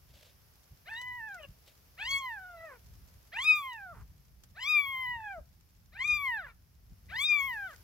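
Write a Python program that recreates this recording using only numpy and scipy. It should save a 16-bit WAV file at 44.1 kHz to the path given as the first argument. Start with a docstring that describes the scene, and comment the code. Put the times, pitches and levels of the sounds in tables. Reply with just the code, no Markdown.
"""A very young kitten mews six times in a nest box, close to a hand-held stereo pair in a quiet room.
Each cry starts hoarse as the vocal folds get going, arches up to a clean high note and sinks into
a creak as they go slack; the mouth's moving resonance lifts each harmonic that it passes.
The litter shifts against the mother: soft bumps, rustling fur and small wet clicks. The box's standing
waves swing the cries between the microphones, with a short room tail and faint hiss behind."""
import sys
import numpy as np
from scipy import signal
from scipy.fft import rfft, irfft, next_fast_len
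from scipy.io import wavfile
from scipy.ndimage import uniform_filter1d

SR = 44100
rng = np.random.default_rng(int(sys.argv[2]) if len(sys.argv) > 2 else 0)


def unload_audio(sound):
    """Save the sound as a 16-bit wav file, at the path given as the first command line argument."""
    columns = np.transpose(np.atleast_2d(sound))
    # keep every value between -1 and 1, then stretch to whole-number steps
    steps = np.round(np.clip(columns, -1, 1) * 32767)
    wavfile.write(sys.argv[1], SR, steps.astype(np.int16))


N = 345303
TIME = np.arange(N) / SR
EDGE_HZ = 15850  # top of the recorder's band

# colour of the microphone hiss: f/Hz, level/dB
HISS_COLOUR = [(450, 4.5), (2200, -1), (4000, -4), (5300, 1.5), (8500, -11), (12000, 1), (15500, -3.5)]
# rise and fall of the hiss: t/s, level/dB
HISS_LEVEL = [(0, -65.5), (3.2, -64.5), (4.3, -69), (6.8, -70.5), (7.6, -62)]
# fur rubbing on fur and bedding: middle t/s, length/s, level/dB
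RUSTLES = [(.21, 0.22, -64), (1.69, 0.074, -66.5)]
# colour of rubbed fur: f/Hz, level/dB
FUR_COLOUR = [(250, -11.5), (580, 11.5), (900, -5.5), (3500, 6.5), (9000, -7.5)]
# bodies bumping in the box: middle t/s, length/s, level/dB
BUMPS = [(.73, 0.045, -53), (1.5, 0.053, -51), (2.95, 0.29, -56), (3.99, 0.14, -49.5), (4.35, 0.21, -60),
         (5.4, 0.06, -51), (6.92, 0.045, -49.5)]
# colour of the bumps: f/Hz, level/dB
BUMP_COLOUR = [(20, -24.5), (58, 1.5), (170, -12), (270, -26.5), (1100, -58)]
# vocal folds and mouth, one curve a mew: t/s, pitch/Hz, effort/dB, mouth resonance/Hz
CRIES = [
    [(0.85, 488, 3, 1860), (0.906, 885, -3.5, 2050), (0.943, 885, -5, 1850), (1.01, 1004, -3, 2440),
     (1.169, 982, -6.5, 1720), (1.22, 889, -4.5, 1840), (1.266, 878, -3, 1950), (1.372, 710, -3.0, 1450),
     (1.402, 614, 8, 2850), (1.47, 543, 12.5, 2450)],
    [(1.965, 502, -16, 1780), (1.999, 753, 3, 1940), (2.096, 1094, -1.4, 2630), (2.114, 1097, 3, 2640),
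     (2.167, 1109, 1.2, 2260), (2.249, 1051, 0.5, 1680), (2.396, 765, -6.5, 1470), (2.504, 709, -6, 1420),
     (2.59, 651, 5, 1800), (2.644, 666, 7, 1840), (2.785, 431.7, 14.5, 2040)],
    [(3.315, 530, 5, 2100), (3.348, 778, 3.5, 2160), (3.405, 1025, 4, 2380), (3.445, 1210, 0.7, 2860),
     (3.487, 1287, 2.5, 2910), (3.524, 1248, 3, 2250), (3.579, 1209, 1.4, 1750), (3.798, 826.5, -8, 1494),
     (3.921, 666, -1.5, 1257), (3.968, 412.3, 4.5, 1364), (4.05, 415.3, -5, 1432)],
    [(4.545, 536, -3.5, 1615), (4.599, 937, -4.5, 2214), (4.695, 1247, 5, 3040), (4.788, 1174, 4.5, 2350),
     (4.825, 1122, 3.5, 2690), (5.141, 961.6, 4.5, 2180), (5.186, 904, 1, 1690), (5.32, 789, 8.5, 2060),
     (5.386, 632, 11, 1720), (5.42, 456, 5, 1360)],
    [(5.915, 531, -10, 1970), (5.988, 942, -10, 2030), (6.012, 1026, 0, 2280), (6.061, 1217, -7, 2220),
     (6.113, 1237, -2.5, 2370), (6.195, 1172, -1.4, 1820), (6.263, 1078, 3.5, 1950),
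     (6.381, 829, 0.5, 1690), (6.478, 480, -0.5, 1628), (6.535, 432, -17, 1670)],
    [(7.082, 437.7, -1, 2190), (7.145, 880, -4.5, 1640), (7.214, 1145, 4, 2800), (7.263, 1251, 0, 3510),
     (7.314, 1220, 0, 2300), (7.402, 1110, 3, 2010), (7.477, 1070, 1, 1820), (7.568, 844, -2, 1690),
     (7.666, 752, 0, 1583), (7.765, 429, -3, 1730)],
]
# mouth and head, one row a mew: widest t/s, closing time/s, brightness/(dB per harmonic),
# brightness added when slack/(dB per harmonic), left minus right/dB, sizzle/dB
MEW_GESTURES = [ (0.944, 0.1, 0, -2.5, 2.1, -9), (2.156, 0.054, 2.5, -8, 1.5, -7),
                (3.477, 0.17, 1.5, -10, 0.5, -1), (4.64, 0.19, -0.15, -22, 2.5, 4),
                (6.109, 0.075, 2.2, 1, 2.5, -2), (7.217, 0.23, 1.8, -0.5, 4, 4), ]
# the voice's response, rows for harmonics 1, 2, 3 and the overtones above them:
# base level at 1 kHz pitch with the mouth shut/dB, gain/(dB per octave of pitch), gain wide open/dB
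PARTIALS = [(-54, 17.5, -3.2), (-53.5, 25.5, 2), (-63, 13.5, 7.5), (-75, 8.5, 23)]
# the box's resonances that the three lowest harmonics glide through: f/Hz, level/dB
BOX_RESONANCES = [(450, -6), (650, 2.5), (1100, 2.5), (1700, -0.7), (2200, -7), (2500, -1.5), (2900, 1)]
# the throat's colouring of the overtones: f/Hz, level/dB
THROAT = [(3900, -0.5), (4400, -8), (5100, -7), (5500, -17.5), (6700, -13.5), (7600, -17), (9500, -26),
          (12500, -27)]
# thin sizzle from the snap of the folds: f/Hz, level/dB
SIZZLE_COLOUR = [(7200, -54), (9800, -31.5), (12800, -26.5)]
# one harmonic briefly fades or swells as it glides: middle t/s, length/s, harmonic number, gain/dB
HARMONIC_DIPS_AND_SWELLS = [(2.214, 0.059, 2, -17), (2.605, 0.097, 2, -11.5), (3.43, 0.037, 2, -13),
                            (3.616, 0.037, 2, -16), (3.755, 0.15, 3, 9.5), (5.208, 0.1, 2, -17.5),
                            (6.242, 0.023, 3, -16), (7.28, 0.078, 1, -11)]
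# scrape of the folds starting up: f/Hz, level/dB
SCRAPE_COLOUR = [(700, -13.5), (3000, -19.5), (3900, 3.5), (5000, -16.5), (8000, -29)]
# croak of the slack folds: f/Hz, level/dB
CROAK_COLOUR = [(400, -20), (900, 2.5), (1400, 1.5), (2200, -10), (3600, -24)]
# wet clicks of small mouths: t/s, level/dB
CLICKS = [(1.013, -33.5), (1.343, -38), (2.1098, -29.5), (3.442, -30), (3.7297, -41.5), (4.435, -39),
          (6.075, -33.5)]
# colour of clicks, breath and flicking hairs: f/Hz, level/dB
CLICK_COLOUR = [(1200, -4), (3000, -3.5), (6800, 0), (10000, -10.5)]
# the box's standing waves at the microphones: f/Hz, left minus right/dB
BOX_BALANCE = [(550, 9.5), (790, -10.5), (950, -0.5), (1200, -6.5), (1400, 0), (1750, -6), (2200, 3),
               (2500, 5.5), (3200, -.5)]
# their phase across the pair: f/Hz, lead of the left/rad
BOX_PHASE = [(780, 0.39), (950, 0.25), (2300, 1.2), (2600, -1.26)]


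def amp(db):
    return 10 ** (np.asarray(db) / 20)


def unit(x):
    return x / np.sqrt(np.mean(x ** 2) + 1e-20)


def read(points, hz):
    """A spectrum table's value at hz, on a log-frequency axis."""
    f, value = np.transpose(points)
    return np.interp(np.log(hz + 1), np.log(f), value)


def add(mix, start_s, sound):
    part = mix[:, round(start_s * SR):][:, :sound.shape[-1]]
    part += sound[..., :part.shape[1]]


def colour(x, points):
    """Filters x by a spectrum table and scales it to rms 1."""
    n = x.shape[-1]
    return unit(irfft(rfft(x) * amp(read(points, np.fft.rfftfreq(n, 1 / SR))), n))


def wander(n, hz):
    """Smooth random drift at rms 1, rolling off above hz."""
    f = np.fft.rfftfreq(SR, 1 / SR)
    drift = irfft(rfft(rng.standard_normal(SR)) * np.exp(-(f / hz) ** 2), SR)
    return unit(drift)[np.arange(n) % SR]


def noise_pair(points, side_db, n=N):
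    """Coloured noise at two microphones; side_db sets its width."""
    mid, side = rng.standard_normal((2, n))
    return colour(mid + np.array([[1], [-1]]) * amp(side_db) * side, points)


def swells(rows):
    """Envelope of movements that each start, hold and stop."""
    return sum(amp(db) * np.exp(-(2 * (TIME - s) / length) ** 4) for s, length, db in rows)


def hiss_and_hairs(hairs_db=-11, flicks_per_s=40, flick_s=0.00381):
    """The microphones' own hiss, with single hairs flicking in it."""
    flicks = (rng.random(N) < flicks_per_s / SR) * rng.random(N)
    flicks = unit(signal.lfilter([1], [1, -np.exp(-1 / (flick_s * SR))], flicks))
    hiss = noise_pair(HISS_COLOUR, side_db=-1)
    hairs = amp(hairs_db) * flicks * noise_pair(CLICK_COLOUR, side_db=0)
    return (hiss + hairs) * amp(np.interp(TIME, *np.transpose(HISS_LEVEL)))


def litter(stir_db=-65.5, stir_db_per_s=0.93, grain_db=3):
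    """Bodies thud softly in the box, slowly growing more restless, and fur brushes on fur."""
    rumble = noise_pair(BUMP_COLOUR, side_db=-10)
    stirring = amp(stir_db + stir_db_per_s * TIME + 2.6 * wander(N, 4.85))
    thuds = rumble * np.hypot(stirring, swells(BUMPS))
    fur = noise_pair(FUR_COLOUR, side_db=-10.5) * swells(RUSTLES) * amp(grain_db * wander(N, 72))
    return thuds + fur


def mouth_ring(hz, mouth_hz, width_hz=1177, peak_db=22):
    """Gain in dB of the resonance that jaw and tongue move."""
    return peak_db / (1 + (2 * (hz - mouth_hz) / width_hz) ** 2)


def mouth(t, hz, effort_db, mouth_hz, widest_s, closing_s, bright_db, slack_db, slack_hz=680):
    """The mouth opens and shuts. In dB: roll-off per overtone, levels of harmonics 1-3 and overtones."""
    opening_s = 0.73 * (widest_s - t[0])
    gape = np.exp(-((t - widest_s) / np.where(t < widest_s, opening_s, closing_s)) ** 2)
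    slack = (t > widest_s) / (1 + (hz / slack_hz) ** 12)
    tilt_db = bright_db + slack_db * slack
    levels = [effort_db + db + per_octave * np.log2(hz / 1000) + gape_db * gape + tilt_db * k
              for k, (db, per_octave, gape_db) in enumerate(PARTIALS)]
    for k in (1, 2, 3):
        levels[k - 1] += mouth_ring(k * hz, mouth_hz) + read(BOX_RESONANCES, k * hz)
    rolloff_db = 2 * (1 - gape) - 0.23 * tilt_db  # a shut mouth muffles the overtones
    return rolloff_db, levels


def dips_and_swells(t, levels):
    """One harmonic briefly fades or swells as it glides, flickering as it does."""
    for s, length, harmonic, db in HARMONIC_DIPS_AND_SWELLS:
        dip_or_swell = np.exp(-(2 * (t - s) / length) ** 2)
        levels[round(harmonic) - 1] += (db + 3.5 * wander(len(t), 130)) * dip_or_swell
    return levels


def mew(cry, gesture, sizzle_db, onset_s=0.115, hoarse_hz=560, push_s=0.55, fade_s=0.026,
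        tremble=0.007, lurch=0.014, jitter=0.017, shimmer=0.22, blur_rad=0.5,
        flutter_db=3, patchy_db=5, leak_db=-31, breath_db=-29):
    """Harmonics of the vocal folds: pure at full voice, hoarse as they start and as they go slack."""
    s, *curves = np.transpose(cry)
    t = np.arange(s[0], s[-1], 1 / SR)
    n, age = len(t), t - s[0]
    hz, effort_db, mouth_hz = (np.interp(t, s, curve) for curve in curves)
    hz = uniform_filter1d(hz, size=700)
    rolloff_db, levels = mouth(t, hz, effort_db, mouth_hz, *gesture)
    first_db, second_db, third_db, overtones_db = dips_and_swells(t, levels)
    starting = np.exp(-(age / onset_s) ** 3)
    rough = np.clip(starting + (hoarse_hz / hz) ** 8, 0, 1)
    quaver = tremble * wander(n, 20) + lurch * starting * wander(n, 45)
    hz = hz * (1 + quaver + jitter * rough * wander(n, 230.9))
    waver_db = 0.7 + 2.2 * np.sqrt(rough)
    phase = 2 * np.pi * np.cumsum(hz) / SR
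    # settled folds snap shut, the more sharply the tighter they are, until the push is spent
    push = np.exp(-(age / push_s) ** 6)
    snap = amp(first_db + sizzle_db) * (hz / hz.max()) ** 0.88 * (1 - rough) ** 2 * push
    voice = np.zeros(n)
    for k in range(1, 21):
        angle = k * phase + 2 * np.pi * rng.random()
        if k <= 3:
            size = amp((first_db, second_db, third_db)[k - 1] + waver_db * wander(n, 55))
        else:
            tract_db = read(THROAT, k * hz) + mouth_ring(k * hz, mouth_hz)
            overtone = amp(overtones_db - rolloff_db * (k - 4) + tract_db)
            sizzle = snap * amp(read(SIZZLE_COLOUR, k * hz))
            flicker = amp(flutter_db * wander(n, 90) + patchy_db * wander(n, 16.5))
            size = np.hypot(overtone, sizzle) * flicker * (k * hz < EDGE_HZ)
            angle += blur_rad * rough * wander(n, 260)
        voice += np.sqrt(2) * size * np.cos(angle)
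    voice *= 1 + shimmer * rough * wander(n, 380)
    upper_level = amp(second_db) + amp(third_db) + amp(overtones_db)
    voice += air_leak(phase) * upper_level * amp(leak_db) * starting ** 2
    breath = colour(rng.standard_normal(n), CLICK_COLOUR) * amp(first_db + breath_db)
    voice += breath + rasp(t, hz, effort_db)
    fade = np.clip(np.minimum(age, s[-1] - t) / fade_s, 0, 1)
    return s[0], voice * fade


def air_leak(phase):
    """Air slips through the folds once a cycle and is coloured by the throat."""
    puffs = rng.standard_normal(len(phase)) * (1 + np.cos(phase))
    throat = [(500, -9.5)] + THROAT
    return colour(colour(puffs, throat), throat)  # twice for steep sides


def rasp(t, hz, effort_db, base_db=-60, scrape_s=0.02, croak_hz=570, croak_fade_s=0.042):
    """Noise chopped by the folds: a scrape just after the start, a croak as the pitch sinks."""
    chop = 1 + np.cos(2 * np.pi * np.cumsum(hz) / SR)
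    age = (t - t[0]) / scrape_s
    burst = (age * np.exp(1 - age)) ** 2 * amp(effort_db / 2)
    slack = (t > t[hz.argmax()]) / (1 + (hz / croak_hz) ** 12)
    fade = np.minimum((t[-1] - t) / croak_fade_s, 1)
    scrape = colour(rng.standard_normal(len(t)) * chop, SCRAPE_COLOUR) * burst
    croak = colour(rng.standard_normal(len(t)) * chop, CROAK_COLOUR) * slack * fade
    return amp(base_db) * (scrape + croak)


def kitten():
    """Six mews at close range, each leaning to the microphone that the head faces."""
    out = np.zeros((2, N))
    for cry, (*gesture, lean_db, sizzle_db) in zip(CRIES, MEW_GESTURES):
        start_s, voice = mew(cry, gesture, sizzle_db)
        add(out, start_s, voice * unit(amp([[lean_db / 2], [-lean_db / 2]])))
    return out


def nest_box(x):
    """Standing waves swing each gliding harmonic between the left and right microphones."""
    n = next_fast_len(N)
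    hz, half = np.fft.rfftfreq(n, 1 / SR), np.array([[.5], [-.5]])
    balance = amp(half * read(BOX_BALANCE, hz))
    balance /= np.sqrt((balance ** 2).mean(0))
    phase_shift = np.exp(1j * half * read(BOX_PHASE, hz))
    return irfft(rfft(x, n) * balance * phase_shift, n)[:, :N]


def room(x, walls_db=-14, walls_s=0.018, tail_db=-17.5, t60_s=0.33, top_hz=2600):
    """The near box walls reach the two microphones in opposite phase; the room adds a short, dull tail."""
    t = np.arange(SR // 2) / SR
    signs = rng.choice([-1., 1.], (3, len(t)))
    taps = signs * (rng.random(signs.shape) < 3000 / SR)  # about 3000 reflections a second
    walls = taps[0] * np.exp(-t / walls_s)
    tail = taps[1:] * amp(-60 * t / t60_s)
    tail = signal.lfilter(*signal.butter(2, top_hz, fs=SR), tail / np.linalg.norm(tail[0]))
    echo = amp(walls_db) * np.array([walls, -walls]) / np.linalg.norm(walls) + amp(tail_db) * tail
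    return x + signal.fftconvolve(x.mean(0)[None], echo, axes=1)[:, :N]


def mouth_clicks(attack_s=0.002, decay_s=0.0073):
    """Wet lips and tongues part with a soft tick."""
    out, t = np.zeros((2, N)), np.arange(SR // 20) / SR
    shape = 0.25 * np.exp(-t / decay_s) * np.minimum(t / attack_s, 1)
    for s, db in CLICKS:
        add(out, s, amp(db) * noise_pair(CLICK_COLOUR, side_db=-1.5, n=len(t)) * shape)
    return out


def scene():
    """The nest from close by: the kitten in front, litter and hiss far below it in level."""
    return room(nest_box(kitten()) + mouth_clicks()) + litter() + hiss_and_hairs()


def record(dry):
    """The recorder's band limit."""
    lowpass = signal.firwin(511, EDGE_HZ, window=("kaiser", 9), fs=SR)
    return signal.oaconvolve(dry, lowpass[None], "same")


dry = scene()
out = record(dry)
unload_audio(out)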